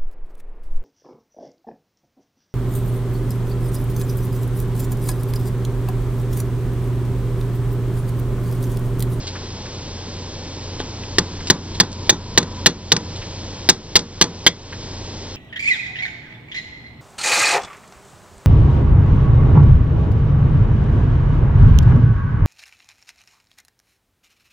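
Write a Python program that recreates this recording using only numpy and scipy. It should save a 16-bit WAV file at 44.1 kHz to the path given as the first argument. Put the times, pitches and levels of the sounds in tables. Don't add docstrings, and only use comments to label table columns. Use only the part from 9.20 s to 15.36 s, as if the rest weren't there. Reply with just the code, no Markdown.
import sys
import numpy as np
from scipy import signal
from scipy.fft import rfft, irfft
from scipy.io import wavfile
from scipy.ndimage import minimum_filter1d

SR = 44100
rng = np.random.default_rng(int(sys.argv[2]) if len(sys.argv) > 2 else 0)


def master(y):
    cut = np.clip(np.atleast_2d(y).T, -1, 1)
    pcm = np.round(cut * 32767)
    wavfile.write(sys.argv[1], SR, pcm.astype(np.int16))


N = 271656
TIME = np.arange(N) / SR
AGE = np.arange(int(.6 * SR)) / SR

# f/Hz, level/dB
BACKGROUND_COLOUR = [(15, -14), (30, 9), (45, 2.5), (120, -4), (150, 2), (350, -2.5), (550, -5.5),
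                     (690, -11.5), (930, -9), (1250, -17.5), (2400, -17.5), (3300, -14), (5200, -11.5),
                     (7100, -18.5), (7700, -30)]
# t/s, level/dB
BASS_LEVELS = [(0, -1.5), (1.9, -0.5), (2.5, 2), (3.2, 3), (4.35, -2), (4.7, -1), (5.35, -3), (5.7, -1.5),
               (6.16, -2.5)]
# t/s, level/dB
AIRY_LEVELS = [(0, -60), (2.6, -48), (3.1, -45), (3.35, -40.5), (3.7, -62), (6.16, -71)]
# t/s, level/dB, f/Hz
HANDLING_SCRAPES = [(0.068, -26, 4080), (0.15, -33, 1550), (0.451, -36, 1660), (1.588, -32.5, 3330),
                    (1.82, -35, 2400), (2.2, -39, 1700), (2.267, -23, 4630), (2.543, -32, 3980),
                    (2.714, -30, 4840), (2.862, -36, 3700), (3.954, -34, 3570), (4.014, -34, 2360),
                    (5.52, -30, 1800)]
# t/s, clink level/dB, thud level/dB, shank f/Hz, screwdriver ring level/dB, delay until the
# hammer rebounds/s, rebound level/dB
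HAMMER_BLOWS = [(1.601, -29, -14, 3390, 7, .010, 0), (1.9834, -1, -3.5, 3910, -2, 0.0029, -0.5),
                (2.300, 2.5, 1, 3730, -2, 0.0037, 2.5), (2.600, 5, -.5, 3650, -2, 0.0047, -2),
                (2.894, 3.5, -1, 3840, 3, 0.0033, 5), (3.1757, 4, 2, 4176, -3, 0.0054, 1),
                (3.46, 10, 3, 4430, 0.5, 0.006, -1), (3.7185, -0.5, 1.5, 4490, -7, .0039, 4.5),
                (4.4889, 10, 2, 4960, -7, 0.0066, 4.5), (4.755, 8.5, 2, 4535, -4.5, 0.0075, 4.5),
                (5.0122, 6, 2, 3370, -7, 0.011, -2.5), (5.2643, 6.5, -0.5, 3349, 6.5, 0.0094, -4)]
# t/s, clink level/dB, thud level/dB
HAMMER_BOUNCES = [(2.633, -38, -12.5), (2.927, -34, -7), (3.228, -23.5, -13), (3.497, -29, -30),
                  (3.7646, -13, -10.5), (4.791, -18, -18), (5.040, -19.5, -13)]
# shank f/Hz, ring level/dB, rebound delay/s, rebound level/dB
BOUNCE_SETTINGS = (4610, -7, 0.001, 5.5)
# t/s, base decay/s, handle f/Hz
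LOOSENING_GRIP = [(2.0, 0.028, 1844), (3.5, 0.037, 1869), (4.5, 0.048, 1914), (5.26, 0.053, 2135)]
# f/Hz, level/dB
CLATTER_COLOUR = [(100, -17), (350, -20), (640, -9), (1200, 5), (1800, 5), (2500, 8), (3100, 0.5),
                  (3700, 10.5), (5000, 6.5), (6200, 11), (7500, 4.5)]
# f/Hz, level/dB, decay/s
STEEL_TONES = [(1627, -17, 0.054), (1870, -12, 0.02), (2158, -29, 0.067), (2880, -3, 0.015),
               (2760, -28, 0.015), (3286, -10.5, 0.011), (3387, -23.5, 0.17), (3725, -5.5, 0.035),
               (3743, 6, 0.012), (4140, -12.5, 0.043), (4463, -8, 0.057), (5086, -5, 0.036),
               (4814, -14.5, 0.12), (6050, -33, 0.0081)]
# f/Hz, level/dB, decay/s
CASING_TONES = [(52, -39, 0.12), (130.6, -17.5, 0.14), (169.6, -27.5, 0.46), (212, -29, 0.64),
                (251.7, -24.5, 0.25), (364.3, 2, 0.024), (383.5, -12, 0.069), (386.3, -22, 0.099),
                (473.3, -25, 0.25), (501, -30, 0.19), (767, -8.5, 0.017), (861, -16.5, 0.08),
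                (980, -41, 0.68), (1033, -21.5, 0.11), (1193, -21, 0.084), (1500, -16.5, 0.061)]
# f/Hz, level/dB
ECHO_COLOUR = [(80, 4), (170, 17), (240, 13.5), (400, 7.5), (700, -3), (1000, 1), (1500, -4.5), (3000, -17),
               (5000, -27), (7500, -27)]


def from_db(db):
    return 10 ** (np.asarray(db) / 20)


def unit_power(x):
    return x / np.sqrt(np.mean(x ** 2) + 1e-20)


def fade(decay_s):
    return np.exp(-np.log(1000) * AGE / decay_s)


def noise(colour, size=len(AGE)):
    hz, db = np.transpose(colour)
    log_hz = np.log(np.fft.rfftfreq(size, 1 / SR) + 1)
    gains = from_db(np.interp(log_hz, np.log(hz), db))
    return unit_power(irfft(rfft(rng.standard_normal(size)) * gains, size))


def drift(rate_hz):
    hz = np.fft.rfftfreq(N, 1 / SR)
    return unit_power(irfft(rfft(rng.standard_normal(N)) / (1 + (hz / rate_hz) ** 4), N))


def resonate(x, hz, width_hz):
    r = np.exp(-np.pi * width_hz / SR)
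    feedback = [1, -2 * r * np.cos(2 * np.pi * hz / SR), r * r]
    return unit_power(signal.lfilter(np.array([1, 0, -1]) * (1 - r * r) / 2, feedback, x))


def dull(x, hz, order=2):
    return signal.sosfilt(signal.butter(order, hz, fs=SR, output="sos"), x)


def ring(tones, scatter_db=0):
    extra_db = scatter_db * rng.standard_normal(len(tones))
    return sum((-1) ** k * from_db(db + extra_db[k]) * np.sin(2 * np.pi * hz * AGE) * fade(decay_s)
               for k, (hz, db, decay_s) in enumerate(tones))


def add(track, s, sound):
    start = round(s * SR)
    track[start:start + len(sound)] += sound[:len(track) - start]


def workshop(motor_hz=90.0, mains_hz=117.5, rumble_below_hz=290):
    motor = from_db(-35) * np.sin(2 * np.pi * motor_hz * TIME)
    mains = from_db(-42.5 + 2 * drift(rate_hz=1.2)) * np.sin(2 * np.pi * mains_hz * TIME)
    boom = from_db(-43.5) * resonate(rng.standard_normal(N), hz=93, width_hz=12)
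    airy_gain = from_db(np.interp(TIME, *np.transpose(AIRY_LEVELS)))
    airy = airy_gain * resonate(rng.standard_normal(N), hz=975, width_hz=70)
    background = from_db(-32.5) * noise(BACKGROUND_COLOUR, N)
    rumble = signal.sosfiltfilt(signal.butter(2, rumble_below_hz, fs=SR, output="sos"), background)
    hiss = background - rumble
    bass_gain = from_db(np.interp(TIME, *np.transpose(BASS_LEVELS)))
    return bass_gain * (np.sqrt(2) * (motor + mains) + boom + rumble) + airy + hiss


def handling_scrapes(slips_per_s=6000, scatter_db=5, length_s=.024):
    out = np.zeros(N)
    swell = (1 - fade(.02)) * np.exp(-(AGE / length_s) ** 2)
    for s, db, hz in HANDLING_SCRAPES:
        slips = rng.standard_normal(len(AGE)) * (rng.random(len(AGE)) < slips_per_s / SR)
        slips *= from_db(scatter_db * rng.standard_normal(len(AGE)))
        add(out, s, from_db(db) * resonate(slips, hz, width_hz=0.46 * hz) * swell)
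    return out


def screwdriver_ring(hz, db, decay_s, split):
    return ring([(hz * (1 - split), db, decay_s), (hz, db, decay_s),
                 (hz * (1 + split), db - 10, decay_s)])


def steel_clink(s, usual_clatter, shank_hz, ring_db, rebound_s, rebound_db, fresh_share=0.6):
    grip_times, grip_decays, handle_pitches = np.transpose(LOOSENING_GRIP)
    decay_s = np.interp(s, grip_times, grip_decays)
    handle_hz = np.interp(s, grip_times, handle_pitches)
    clatter = np.sqrt(1 - fresh_share) * usual_clatter + np.sqrt(fresh_share) * noise(CLATTER_COLOUR)
    shank = screwdriver_ring(shank_hz, ring_db, 0.54 * decay_s, split=0.0558)
    handle = screwdriver_ring(handle_hz, ring_db - 0.5, 0.49 * decay_s, split=0.072)
    steel = from_db(1.5) * ring(STEEL_TONES, scatter_db=3) * fade(4 * decay_s)
    clink = clatter * fade(decay_s) + shank + handle + steel
    snap = resonate(noise(CLATTER_COLOUR), hz=5200, width_hz=5200) * fade(.024)
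    add(clink, rebound_s, from_db(rebound_db) * (snap + shank / 2))
    return clink


def casing_thud():
    casing = from_db(-0.5) * ring(CASING_TONES, scatter_db=3)
    build_up = 1 - fade(0.019)
    echo = from_db(-18.5) * noise(ECHO_COLOUR) * fade(0.36) * build_up
    return casing + echo


def hammer():
    out = np.zeros(N)
    usual_clatter = noise(CLATTER_COLOUR)
    bounces = [(*row, *BOUNCE_SETTINGS) for row in HAMMER_BOUNCES]
    for s, clink_db, thud_db, *clink_settings in HAMMER_BLOWS + bounces:
        clink = steel_clink(s, usual_clatter, *clink_settings)
        add(out, s, from_db(clink_db) * clink + from_db(thud_db) * casing_thud())
    return out


def engine_bay(x, reflection_s=.0102):
    out = x.copy()
    add(out, reflection_s, from_db(-16.5) * dull(x, hz=1380))
    scatter = noise(CLATTER_COLOUR) * fade(0.16) * (1 - fade(0.12))
    scatter /= np.linalg.norm(scatter)
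    return out + from_db(-29) * signal.fftconvolve(x, scatter)[:N]


def smooth(x, lag_s):
    r = np.exp(-1 / (lag_s * SR))
    return signal.lfilter([1 - r], [1, -r], x)


def gain_control(x, threshold_db=-16, cut_per_db=0.51, hold_s=0.025, recover_db_per_s=37):
    level_db = 10 * np.log10(smooth(x ** 2, lag_s=0.042) + 1e-12)
    cut_db = cut_per_db * np.maximum(level_db - threshold_db, 0)
    half_hold = int(hold_s * SR / 2)
    held_db = -minimum_filter1d(-cut_db, 2 * half_hold + 1, origin=half_hold)
    recovery_db = recover_db_per_s * TIME
    easing_db = np.maximum.accumulate(held_db + recovery_db) - recovery_db
    return x * from_db(-smooth(easing_db, lag_s=0.033))


def scene():
    return np.tile(engine_bay(hammer()) + handling_scrapes() + workshop(), (2, 1))


def record(dry, overload_at=0.95, left_lag_s=6.35e-5):
    overloaded = np.clip(gain_control(dry[0]), -overload_at, overload_at)
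    right = np.clip(dull(overloaded, hz=7900, order=18), -1, 1)
    delay = np.exp(-2j * np.pi * np.fft.rfftfreq(N, 1 / SR) * left_lag_s)
    left = irfft(rfft(right) * delay, N)
    return dull(np.array([left, right]), hz=16500, order=12)


dry = scene()
out = record(dry)
master(out)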